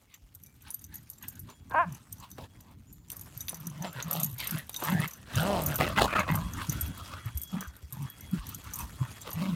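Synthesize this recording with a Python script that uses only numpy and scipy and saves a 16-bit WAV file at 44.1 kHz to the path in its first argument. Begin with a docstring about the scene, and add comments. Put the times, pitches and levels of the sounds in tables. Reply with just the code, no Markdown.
"""Two dogs wrestle in a path dug through deep snow, over the faint steady hiss of the yard.
First come short puffs of breath, jingling collar tags (struck damped modes) and low thumps (damped sines).
One bark follows (creaky pulses locking into harmonics), with a short answer from the snow walls and fence.
Then chesty growls and hoarse snarls (a fold-rate tone and chopped, filtered air) run on to the end,
amid sharp snaps, crunching noise and ringing tags; late on, one tag rings thin, long and wavering."""
import sys
import numpy as np
from scipy import signal
from scipy.fft import rfft, irfft, next_fast_len
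from scipy.io import wavfile
from scipy.ndimage import uniform_filter1d, map_coordinates

SR = 44100
rng = np.random.default_rng(int(sys.argv[2]) if len(sys.argv) > 2 else 0)


def ratio(d):
    """dB to gain"""
    e = np.asarray(d, float) / 20
    return 10 ** e


def to_wav(sig):
    """Store sig (one row per channel, or 1-D mono) as 16-bit WAV at the path in sys.argv[1].

    Samples outside -1..1 are clipped; the rate is SR.
    """
    pcm = np.clip(np.atleast_2d(sig), -1, 1) * 32767
    pcm = np.round(pcm).astype(np.int16)
    wavfile.write(sys.argv[1], SR, pcm.T)  # frames by channels


N = 421155
T = np.arange(N) / SR


def unit(x):
    """Power normalisation: x scaled to rms 1."""
    return x / np.sqrt(np.mean(x ** 2) + 1e-20)


def along(points, hz):
    """Logarithmic frequency scale: (f/Hz, value) points read on a log axis."""
    f, v = np.transpose(points)
    return np.interp(np.log(hz + 1), np.log(f + 1), v)


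def curves(rows):
    """Linear interpolation: one value per sample for each column after the time."""
    s, *cols = np.transpose(rows)
    return [np.interp(T, s, c) for c in cols]


def wobble(rate):
    """Band-limited random modulation: a smooth curve with rate knots a second."""
    return map_coordinates(rng.standard_normal(int(N * rate / SR) + 4), [T * rate])


def coloured(x, spectrum):
    """Linear filtering: x through a (f/Hz, level/dB) spectrum, at rms 1."""
    m = next_fast_len(N + 8192)  # padding keeps the end from wrapping onto the start
    gain = ratio(along(spectrum, np.fft.rfftfreq(m, 1 / SR)))
    return unit(irfft(rfft(x, m) * gain, m)[:N])


def patchy(x, depth_db):
    """Time-frequency modulation: x with random patches of gain across both axes."""
    z = signal.stft(x, nperseg=256)[2]
    field = uniform_filter1d(rng.standard_normal(z.shape), size=7, axis=0)
    field = uniform_filter1d(field, size=9, axis=1)
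    return unit(signal.istft(z * ratio(depth_db * unit(field)), nperseg=256)[1][:N])


def fade(rows, edge):
    """Gating envelope: 1 while a call lasts, with ramps of edge seconds."""
    return np.clip(np.minimum(T - rows[0][0], rows[-1][0] - T) / edge, 0, 1)


def pulses(phase, scatter_db):
    """Glottal excitation: one click each time the folds close, sizes scattered."""
    at = np.flatnonzero(np.diff(np.floor(phase)) > 0)
    train = np.zeros(N)
    train[at] = ratio(scatter_db * rng.standard_normal(N)[at])
    return train


def add(track, s, sound):
    """Superposition: mix a sound in at time s."""
    part = track[round(s * SR):][:len(sound)]
    part += sound[:len(part)]


# one list per growl: t/s, mean vocal fold rate f/Hz, mean chest tone level/dB
GROWLS = [
    [(1.84, 176, -50), (1.874, 170.9, -46), (1.942, 127, -42), (1.97, 126.7, -61)],
    [(3.52, 170.3, -48), (3.612, 154.6, -47.5), (3.674, 166.6, -34.5), (3.72, 139.9, -40.5),
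     (3.784, 147.2, -40.5), (3.846, 193.2, -36), (3.92, 159.8, -56)],
    [(3.95, 127.2, -41), (4.022, 125.6, -52), (4.082, 168.6, -39), (4.154, 156, -43), (4.23, 164.6, -34.5),
     (4.366, 118.2, -49), (4.4, 123.4, -64)],
    [(4.51, 156, -54), (4.542, 160.4, -25), (4.588, 138, -44), (4.62, 140, -58)],
    [(4.81, 173.1, -60), (4.872, 148.4, -42), (4.922, 175.8, -30), (4.992, 150.9, -36.5), (5.08, 158, -43)],
    [(5.33, 106.9, -37), (5.378, 137, -30.5), (5.476, 200, -37.5), (5.52, 203.2, -37), (5.602, 161, -37),
     (5.72, 143.9, -32.5), (5.78, 124, -50)],
    [(5.79, 144.7, -60), (5.804, 144.7, -23), (5.858, 161.3, -48), (5.9, 162, -46)],
    [(5.95, 200.5, -63), (5.974, 201.9, -30), (6.01, 199, -42)],
    [(6.27, 165, -60), (6.3, 170, -32.5), (6.376, 155, -39.5), (6.464, 187.6, -37), (6.5, 185.8, -47)],
    [(6.67, 146, -56), (6.696, 153.4, -24), (6.74, 161, -70)],
    [(7.52, 197, -55), (7.542, 194.8, -31.5), (7.642, 184.5, -49), (7.68, 173, -71)],
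    [(7.92, 123, -38), (7.956, 136.6, -43.5), (8.028, 139.2, -34), (8.1, 115.4, -55)],
    [(8.31, 177.5, -62), (8.344, 175.5, -24.5), (8.37, 168, -31.5), (8.41, 164.7, -61)],
    [(8.98, 123, -74), (9.016, 128.4, -30), (9.06, 128, -58)],
    [(9.33, 148, -67), (9.342, 147.8, -47), (9.388, 170.9, -29), (9.476, 189.2, -30.5), (9.55, 165.2, -29)],
]
# the long growl settles into an even voice: t/s, steadiness (0-1)
STEADY = [(5.39, 0), (5.45, 1), (5.74, 1), (5.78, 0)]
# throat resonances: f/Hz, level/dB
THROAT = [(200, 2.5), (350, 1), (450, -2), (630, 7), (800, -4.5), (1300, -12), (2000, -11), (2600, -15),
          (3200, -22), (4500, -50)]
# hiss of the breath: f/Hz, relative level/dB
HISS = [(2000, -62), (2600, 5), (4000, 4), (6000, -6), (12000, -11), (16000, -11)]
# breath colour as heads turn and jaws work: t/s, hiss level/dB over rasp, level/dB under 800 Hz over rasp
TONE = [(0.68, -4, -20), (1.24, -5, -11), (1.5, -6, -3), (2.24, -7, -13), (2.4, -8, 0), (3.6, -12, -8),
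        (3.86, -7.5, -2), (4.0, -9, -9), (4.16, -1.5, 1.5), (4.4, 1.5, -14), (4.59, -7, -7),
        (4.88, -9.5, -12), (4.96, -14, 5), (5.04, -8, -11), (5.38, -4, -2.5), (5.5, -11, 8), (5.72, -9, -1),
        (5.81, -6, 3), (5.98, -11, -5), (6.044, -2, 3.5), (6.1, -16, -6), (6.3, -18, -3), (6.62, -9.5, -18),
        (7.0, -4, -8), (7.29, -16, -17), (7.54, -12, 0), (7.64, -17, -10), (8.0, -14, -17), (8.36, -7, -5),
        (8.5, 0, -22), (8.81, -15, -28), (9.03, -13, -13), (9.28, -5, -1.5)]


def growls():
    """Source-filter principle: folds sound a chest tone and chop the air that rasps through throat and mouth."""
    pitch, chest_db = curves(np.vstack(GROWLS))
    on = sum(fade(g, edge=.012) for g in GROWLS)
    steady, = curves(STEADY)
    shaky = 1 - .75 * steady
    phase = np.cumsum(pitch * (1 + .03 * shaky * wobble(45))) / SR
    turn = 2 * np.pi * phase
    chest_level = ratio(chest_db + shaky * (2.8 * wobble(28) + 3.85 * wobble(110)))
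    chest = np.sqrt(2) * on * chest_level * np.sin(turn + 0.58 * shaky * wobble(60))
    # the chest wall adds a dull flutter just above the tone
    flutter = coloured(rng.standard_normal(N), [(120, -17), (220, 6), (330, -4), (500, -31)])
    chest += on * shaky * ratio(chest_db - 14.5) * flutter

    # tighter folds close more cleanly; harder air flutters in uneven bursts
    clean = on * np.clip((pitch - 160) * (1 + 2.5 * steady) / 220, .02, .6)
    level_db, mouth_hz = breathing()
    bright_db, deep_db = curves(TONE)
    grit = np.clip((level_db + 62) / 60, .2, .5) * shaky
    chopped_air = np.exp(.55 * on * np.cos(turn) + grit * wobble(260)) * rng.standard_normal(N)
    chopped_air /= np.sqrt(uniform_filter1d(chopped_air ** 2, size=2048) + 1e-9)
    clicks = unit(pulses(phase, scatter_db=1))
    source = np.sqrt(clean) * clicks + np.sqrt(1 - clean) * chopped_air

    hz, t, z = signal.stft(source, SR, nperseg=512)
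    hz = hz[:, None]
    low = hz < 780
    # the mouth resonance slides as the jaws open; random patches of gain vary the rest
    detune = (hz - np.interp(t, T, mouth_hz)) / 170
    patches = uniform_filter1d(rng.standard_normal(z.shape), size=3, axis=0)
    patches = uniform_filter1d(patches, size=9, axis=1)
    throat_db = along(THROAT, hz) + 5.1 * np.interp(t, T, shaky) * unit(patches)
    shape = ratio(throat_db) * (1 + 5 / (1 + detune ** 2))
    # the two bands are levelled separately, so that TONE sets their balance
    mouth = ~low * shape / np.sqrt(np.mean(~low * shape ** 2, 0))
    deep = low * shape / np.sqrt(np.mean(low * shape ** 2, 0)) * ratio(np.interp(t, T, deep_db))
    rasp = signal.istft(z * (mouth + deep), SR, nperseg=512)[1][:N]
    hiss = ratio(bright_db) * coloured(patchy(chopped_air, depth_db=2.5), HISS)
    silent_for_bark = 1 - fade(BARK, edge=.01)
    return chest + silent_for_bark * ratio(level_db) * (rasp + hiss)


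# short puffs of air through the throats:
# peak t/s, level/dB, swell t/s per 20 dB, fade t/s per 20 dB, mouth resonance f/Hz
PUFFS = [(0.154, -60, .1, .02, 2240), (0.678, -51.5, .05, .065, 1470), (0.934, -56.5, .055, .1, 1730),
         (1.24, -49, .032, .045, 1670), (1.374, -60.5, .11, .04, 1630), (1.502, -49, .037, .04, 1100),
         (1.942, -59, .3, .15, 1160), (2.244, -46, .06, .033, 965), (2.718, -62.5, .3, .05, 950),
         (3.166, -64, .15, .17, 1060), (3.86, -38, .07, .055, 890), (3.998, -39.5, .1, .06, 1500),
         (5.806, -29, .015, .18, 1270), (6.195, -24.5, .17, .055, 1244), (6.288, -31, .028, .19, 1064),
         (6.618, -35.5, .1, .06, 1280), (6.73, -46, .057, .32, 1446), (7.0, -45.5, .043, .067, 1300),
         (7.136, -43, .1, .15, 1260), (7.288, -43.5, .05, .02, 1240), (7.788, -61.5, .3, .06, 1510),
         (8.248, -59, .4, .05, 2170), (8.656, -50, .03, .3, 1290), (8.81, -40, .056, .07, 960),
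         (9.034, -45.5, .056, .11, 1292), (9.276, -41, .037, .072, 1150), (9.418, -43, .13, .3, 1050)]
# one list per held breath: t/s, level/dB, mouth resonance f/Hz
HELD = [
    [(2.365, -80, 1040), (2.382, -53, 1040), (2.442, -51.5, 990), (2.48, -72.5, 1380)],
    [(3.43, -85, 1500), (3.51, -58, 1000), (3.592, -60, 1290), (3.8, -59, 980)],
    [(4.04, -62, 1400), (4.075, -49, 1200), (4.16, -43, 1130), (4.22, -47, 1300), (4.26, -58, 1100),
     (4.35, -64, 1075)],
    [(4.37, -62, 2130), (4.402, -43, 2300), (4.528, -46, 1403), (4.586, -42.5, 1790), (4.68, -72, 1417)],
    [(4.72, -70, 1550), (4.88, -32.5, 1287), (4.96, -40.5, 1601), (5.042, -34, 2071), (5.086, -54, 2000),
     (5.126, -60, 1220), (5.25, -65, 1820)],
    [(5.25, -62.5, 1430), (5.38, -35, 1502), (5.494, -37, 1025), (5.594, -36.5, 986), (5.648, -47.5, 1120),
     (5.724, -38, 1493), (5.78, -48.5, 1352)],
    [(5.95, -55, 1316), (5.962, -38, 1330), (5.984, -24, 1360), (6.044, -28, 1103), (6.08, -42, 1142)],
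    [(7.5, -71, 1155), (7.536, -50, 1152), (7.636, -45, 1420), (7.71, -64.5, 1270)],
    [(7.9, -73, 1056), (7.936, -55, 1042), (8.052, -52.5, 1080), (8.128, -63.5, 1760)],
    [(8.3, -67, 1370), (8.356, -52, 1377), (8.458, -56.5, 1075), (8.534, -54.5, 1177), (8.62, -78, 1760)],
]


def breathing():
    """Power summation: level of all breaths together, and their power-weighted mean mouth resonance."""
    power = np.full(N, 1e-10)
    weighted_hz = power * 1300
    shapes = []
    for s, db, swell, fading, hz in PUFFS:
        distance = np.maximum((s - T) / swell, (T - s) / fading)
        shapes.append((ratio(db - 20 * distance), hz))
    for rows in HELD:
        level_db, hz = curves(rows)
        shapes.append((fade(rows, edge=.01) * ratio(level_db), hz))
    for gain, hz in shapes:
        power = power + gain ** 2
        weighted_hz = weighted_hz + gain ** 2 * hz
    return 10 * np.log10(power), weighted_hz / power


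# the bark: t/s, pitch f/Hz, level/dB, breathy share of power (0-1)
BARK = [(1.695, 95.9, -56, 0.5), (1.715, 99.3, -40, 1), (1.735, 165.7, -39.5, 0.9), (1.745, 255, -27, 0.5),
        (1.762, 316, -25.5, 0), (1.783, 314, -22, .02), (1.795, 347, -22, 0), (1.81, 354, -21.5, .01),
        (1.83, 321.6, -30.5, 0), (1.848, 283, -38.5, 0), (1.87, 270, -76, .3)]
# vocal tract of the bark: f/Hz, relative level/dB
BARK_THROAT = [(150, -48), (250, -17), (346, -31.5), (492, -14), (681, -9), (1060, -1), (1340, -14),
               (1600, -5.5), (1950, -25), (2570, -23.5), (5000, -75), (6500, -100), (11000, -120)]


def bark():
    """Harmonic synthesis: slow, breathy creaks lock into a clear arch of overtones shaped by the throat."""
    pitch, level_db, breathy = curves(BARK)
    phase = np.cumsum(pitch * (1 + 0.0046 * wobble(90))) / SR
    clear = sum(ratio(along(BARK_THROAT, k * pitch)) * np.sin(2 * np.pi * k * phase) for k in range(1, 15))
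    clear /= np.sqrt(uniform_filter1d(clear ** 2, size=1024) + 1e-9)
    chopped_air = np.exp(0.5 * np.cos(2 * np.pi * phase)) * rng.standard_normal(N)
    hoarse = coloured(chopped_air, [(20, -82)] + list(BARK_THROAT))
    breathy = np.clip(breathy, 0, 1)
    voice = np.sqrt(1 - breathy) * clear + np.sqrt(breathy) * hoarse
    return fade(BARK, edge=.008) * ratio(level_db) * voice


def banks(x):
    """Diffuse reflection: a short answer from the snow walls and fence, as decaying noise convolved with x."""
    t = np.arange(SR // 4) / SR
    tail = rng.standard_normal(len(t)) * ratio(-60 * t / 0.31) * (t > .004)
    return signal.fftconvolve(x, tail / np.linalg.norm(tail))[:N]


# modes of the metal tags: f/Hz, mean level/dB, decay t60/s before the fur shortens it
TAGS = [(3740, -17, 0.06), (4700, -17, 0.044), (6050, -2.5, 0.049), (6650, -5, 0.053), (7430, -10, 0.044),
        (8580, -6, 0.024), (10430, -15.5, 0.054), (11850, -4, 0.054), (12160, -8.5, 0.022),
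        (13060, -10, 0.043), (14380, -12, 0.039), (14700, -16, 0.033), (15100, -12, 0.034)]
# gain of the modes under 8 kHz: level/dB when one of them is struck, level/dB when a high one is
LOW_RING_DB = -2, -13
# a tag left hanging free sings on: t/s, f/Hz, level/dB, t60/s
FREE_TAG = [(1.51, 7100, -60, 0.35), (0.46, 2340, -68, 0.5), (1.54, 3327, -67, 0.66), (2.5, 3327, -69, 0.8),
            (2.87, 6900, -65, 0.74), (2.885, 7230, -66, 0.74), (3.87, 7240, -48.5, 0.23)]


def tags():
    """Modal vibration: a graze and three touches per contact ring fur-damped modes, over a scrape."""
    out, swell = np.zeros(N), np.zeros(N)
    t = np.arange(SR // 10) / SR
    hz, mode_db, t60 = np.transpose(TAGS)[..., None]
    low = hz[:, 0] < 8000
    scrape_spectrum = [(3000, -18), (5500, -3.5), (10000, 4), (14500, 6), (16000, -18.5)]
    scrape = coloured(rng.standard_normal(N), scrape_spectrum)
    onset = 1 - np.exp(-t / .0005)
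    # (largest lag in s, level in dB) of each touch
    touches = [(0, 4), (.007, .4), (0.03, -9), (-.03, -14)]
    hits = contacts()
    all_luck = rng.standard_normal((len(hits), 5, len(TAGS)))
    all_dice = rng.random((len(hits), 5))
    for (s, db, best_hz), luck, dice in zip(hits, all_luck, all_dice):
        low_db = LOW_RING_DB[int(best_hz > 8000)]
        clink = ratio(-60 * t / (t60 * (0.14 + 0.45 * dice[4])))
        shimmer = ratio(-25 - 60 * t / (4 * t60))  # outlasts the clink
        detuned_hz = hz * (1 + 0.005 * luck[4][:, None])
        modes = onset * (clink + shimmer) * np.sin(2 * np.pi * detuned_hz * t)
        struck = abs(hz[:, 0] / best_hz - 1) < .012  # the mode under the point of contact leads
        for k, (lag, touch_db) in enumerate(touches):
            mix = ratio(np.where(struck, 5, mode_db[:, 0] + 8 * luck[k]) + low_db * low)
            add(out, s + lag * dice[k], ratio(db + touch_db) * mix / np.linalg.norm(mix) @ modes)
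        scrape_s = .012 + .024 * dice[1]
        add(swell, s, ratio(db - 10.5 - 60 * (t / scrape_s) ** 1.5) * onset)
    t = np.arange(SR) / SR
    for s, ring_hz, db, long in FREE_TAG:
        ending = np.clip((.45 - t) / .05, 0, 1)
        add(out, s, ratio(db - 60 * t / long) * np.sin(2 * np.pi * ring_hz * t) * ending)
    return out + swell * scrape


# clear tag contacts: t/s, level/dB, leading mode f/Hz
JINGLES = [(0.1405, -45, 6050), (0.3492, -37, 11860), (0.435, -41, 11860), (0.462, -43.5, 6050),
           (0.62, -48, 13060), (0.7042, -29.5, 10430), (0.7428, -28, 11860), (0.841, -37, 6050),
           (0.941, -35.5, 11860), (0.9552, -31, 11860), (1.0998, -28.5, 11860), (1.1323, -43, 6050),
           (1.2253, -39.5, 11860), (1.2826, -29, 14380), (1.354, -46, 6650), (1.3928, -37, 11860),
           (1.4987, -45, 6650), (1.6965, -41.5, 13060), (1.9237, -38.5, 6050), (1.9468, -41, 6050),
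           (2.1255, -29.5, 8580), (2.3033, -45, 11860), (2.3143, -35, 6050), (2.6073, -43, 6050),
           (2.9271, -46.5, 11860), (3.1018, -27, 7430), (3.1168, -30.5, 13060), (3.1662, -34, 13060),
           (3.194, -40.5, 10430), (3.2113, -35.5, 11860), (3.3753, -31, 11860), (3.406, -31, 6050),
           (3.482, -30.5, 6050), (3.4925, -24.5, 10430), (3.5437, -34.5, 6050), (3.669, -28.5, 6050),
           (3.8223, -36.5, 6050), (3.9286, -36, 13060), (4.0247, -31, 6050), (4.1107, -20, 11860),
           (4.1294, -21, 11860), (4.1589, -29.5, 11860), (4.1993, -25, 11860), (4.2314, -22, 11860),
           (4.244, -19.5, 11860), (4.2981, -39.5, 11860), (4.382, -32, 13060), (4.401, -27, 11860),
           (4.441, -36, 13060), (4.4718, -24, 13060), (4.5089, -19.5, 11860), (4.5812, -34.5, 10430),
           (4.6941, -29.5, 13060), (4.7425, -30.5, 6050), (4.7623, -28.5, 6050), (4.8009, -36, 11860),
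           (4.837, -23.5, 11860), (4.8483, -28, 11860), (4.8999, -32, 11860), (5.001, -32, 10430),
           (5.0768, -29.5, 11860), (5.1088, -37, 6050), (5.1343, -36, 6050), (5.3548, -29.5, 6050),
           (5.4043, -31.5, 8580), (5.4298, -33, 11860), (5.6189, -22, 14700), (5.636, -30, 11860),
           (5.6615, -20.5, 14380), (5.6853, -28, 6050), (5.741, -33, 13060), (5.7567, -21.5, 14380),
           (5.781, -30, 14700), (5.887, -34, 8580), (6.0143, -42, 6050), (6.0509, -35, 6650),
           (6.194, -33, 6650), (6.313, -35, 14380), (6.3375, -33.5, 11860), (6.3535, -26, 11860),
           (6.5346, -34, 6650), (6.695, -25, 6650), (6.724, -28, 14380), (6.81, -21, 11860),
           (6.9764, -37, 14380), (7.257, -43, 13060), (7.3734, -28.5, 11860), (7.4158, -30, 13060),
           (7.4336, -31, 13060), (7.6073, -28, 6050), (7.765, -44, 11860), (7.9244, -29.5, 11860),
           (8.0995, -37, 13060), (8.2075, -37, 11860), (8.312, -39.5, 11860), (8.4678, -33.5, 6050),
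           (8.4897, -35, 14700), (8.546, -30.5, 6050), (8.6423, -37.5, 14700), (8.7355, -28, 6050),
           (8.7566, -29.5, 14380), (8.788, -26, 14700), (8.804, -34, 6050), (9.2146, -39, 7430),
           (9.3044, -39, 11860), (9.3134, -41, 6050), (9.3297, -33, 11860)]


def contacts():
    """Repeated impact: the tags swing back, so two faint rebounds on random modes follow each contact."""
    s, db, hz = np.repeat(JINGLES, 2, axis=0).T
    dice = rng.random((len(s), 3))
    mode = 2 + (dice[:, 2] * (len(TAGS) - 2)).astype(int)
    other_hz = np.transpose(TAGS)[0][mode]
    rebound_s = s + .11 * dice[:, 0]
    rebound_db = db - 19 + 8 * (dice[:, 1] - .5)
    return list(JINGLES) + list(zip(rebound_s, rebound_db, other_hz))


# a long-ringing tag mode: t/s, mean level/dB
TAG_RING = [(6.42, -57), (6.71, -66), (6.8, -56), (7.28, -66), (7.5, -58), (7.9, -81), (8.08, -66),
            (8.75, -72), (9.1, -63), (9.3, -66)]


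def tag_ring():
    """Amplitude and phase modulation: a thin, wavering ring of a tag."""
    level_db, = curves(TAG_RING)
    turn = 2 * np.pi * 3327 * T + .9 * wobble(40)
    return np.sqrt(2) * fade(TAG_RING, edge=.03) * ratio(level_db + 3 * wobble(20)) * np.sin(turn)


# crust cracking, teeth clacking: t/s, peak level/dB, body level/dB relative to it
SNAPS = [(0.14, -40, -28), (1.711, -44, 4), (2.383, -46, 13), (3.101, -36, -28), (3.483, -23.5, -30.5),
         (3.5287, -47, 10), (4.0022, -26, -20), (4.573, -30.5, -19), (4.6936, -34, -9), (4.744, -27.5, -29),
         (4.8241, -34.5, 10), (5.7872, -26.5, 0), (6.281, -35, 3), (6.5488, -48, -6), (7.765, -50, -8),
         (8.438, -46, -6)]


def snaps():
    """Transient excitation: each snap is a crisp noise crack over a duller, longer body."""
    crack_spectrum = [(800, -33), (1500, -3.5), (3500, 9), (6000, -9.5), (12000, -53)]
    crack = coloured(rng.standard_normal(N), crack_spectrum)
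    body = coloured(rng.standard_normal(N), [(150, -28), (300, -3), (1200, -6.5), (2000, -33)])
    sharp, dull = np.zeros(N), np.zeros(N)
    t = np.arange(SR // 10) / SR
    for s, db, body_db in SNAPS:
        add(sharp, s, ratio(db - 9.5 - 60 * t / 0.041))
        add(dull, s, ratio(db + body_db - 4 - 60 * t / 0.058))
    return sharp * crack + dull * body


# low thumps, and one low growl note of the second dog (at 5.36 s): t/s, peak level/dB, f/Hz
THUMPS = [(0.222, -43.5, 46.3), (0.353, -50, 90), (2.112, -46, 99), (3.362, -39.5, 128), (4.318, -42, 82),
          (4.966, -31, 128.3), (5.36, -20.5, 111.8), (5.566, -43, 94.2), (5.799, -26.5, 129),
          (5.977, -36, 61.9), (6.157, -49, 99.6), (6.334, -27.5, 98.2), (6.443, -28, 59.2),
          (6.821, -27.5, 81), (7.011, -38, 88.8), (7.13, -41, 86.1), (7.256, -28, 114),
          (7.348, -25.5, 71.6), (7.669, -34.5, 66.8), (7.829, -36, 72.7), (8.218, -47, 85.4),
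          (8.38, -29, 45.9), (8.657, -40.5, 93), (8.825, -30.5, 61.9), (9.014, -32.5, 124),
          (9.338, -33.5, 101.4)]
# movement in the snow: t/s, rumble level/dB, snow spray level/dB
SCUFFLE = [(0.0, -62, -70.5), (0.79, -56.5, -66.5), (1.67, -50.5, -65), (2.15, -53, -61.5), (2.7, -53, -70),
           (3.07, -53, -69), (3.12, -51, -54), (3.25, -50, -59), (3.36, -49.5, -56), (3.72, -56.5, -61),
           (4.05, -54, -62), (4.15, -52, -55), (4.33, -50.5, -66), (4.5, -50, -53), (4.67, -54, -58),
           (4.86, -57, -47), (5.25, -50, -62), (5.36, -45, -48), (5.53, -38.5, -47), (6.28, -40.5, -55.5),
           (6.6, -34, -48), (7.02, -48, -54.5), (7.82, -57, -60.5), (8.11, -52, -59), (8.8, -46.5, -52.5),
           (9.15, -55, -53), (9.55, -53.5, -61)]
# rumble spectrum: f/Hz, relative level/dB per Hz
RUMBLE = [(15, -58), (25, -7), (70, 1), (92, 2), (291, -11.5), (366, -21.5), (450, -28), (580, -57),
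          (990, -120)]


def scuffle():
    """Damped oscillation and granular noise: low thumps and one growl note, a lumpy rumble, grainy spray."""
    rumble_db, spray_db = curves(SCUFFLE)
    lumps = ratio(3.35 * wobble(19))
    out = ratio(rumble_db) * unit(lumps * coloured(rng.standard_normal(N), RUMBLE))
    t = np.arange(SR // 8) / SR
    for s, db, hz in THUMPS:
        # the 10 dB offsets what the slow onset takes from the peak
        envelope = ratio(db + 10 - 60 * t / 0.1) * (1 - np.exp(-t / 0.01))
        add(out, s, envelope * np.sin(2 * np.pi * hz * t))
    grains = rng.standard_normal(N) * ratio(4 * wobble(900) + 1.8 * wobble(40) + 1.2 * wobble(9))
    spray_spectrum = [(300, 6.5), (1500, 7.5), (4000, 2.5), (7000, 3), (12000, 0), (16000, -11)]
    return out + ratio(spray_db) * coloured(patchy(grains, depth_db=3), spray_spectrum)


# yard spectrum: f/Hz, relative level/dB per Hz
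YARD = [(180, -22), (300, -2), (433, 3), (900, -4), (2170, -17), (4990, -19), (6200, -8.5), (10400, -36),
        (11900, -13), (15000, -3), (16000, -16)]


def yard():
    """Stationary coloured noise: the snow-muffled hiss of the neighbourhood, gently wavering."""
    return ratio(-77 + wobble(3.25)) * coloured(rng.standard_normal(N), YARD)


def scene():
    """Linear superposition: everything reaches one microphone."""
    call = bark()
    dogs = growls() + call + ratio(-21.5) * banks(call)
    return (dogs + tags() + tag_ring() + snaps() + scuffle() + yard())[None]


def roll_off(x):
    """The treble ends steeply here."""
    return signal.sosfilt(signal.butter(12, 16500, fs=SR, output="sos"), x)


def record(dry):
    """Band limitation: the microphone drops the deepest bass and the highest treble."""
    dry = signal.sosfilt(signal.butter(3, 47, "high", fs=SR, output="sos"), dry)
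    dry = signal.sosfilt(signal.butter(12, 16200, fs=SR, output="sos"), dry)
    return roll_off(dry)


dry = scene()
out = record(dry)
to_wav(out)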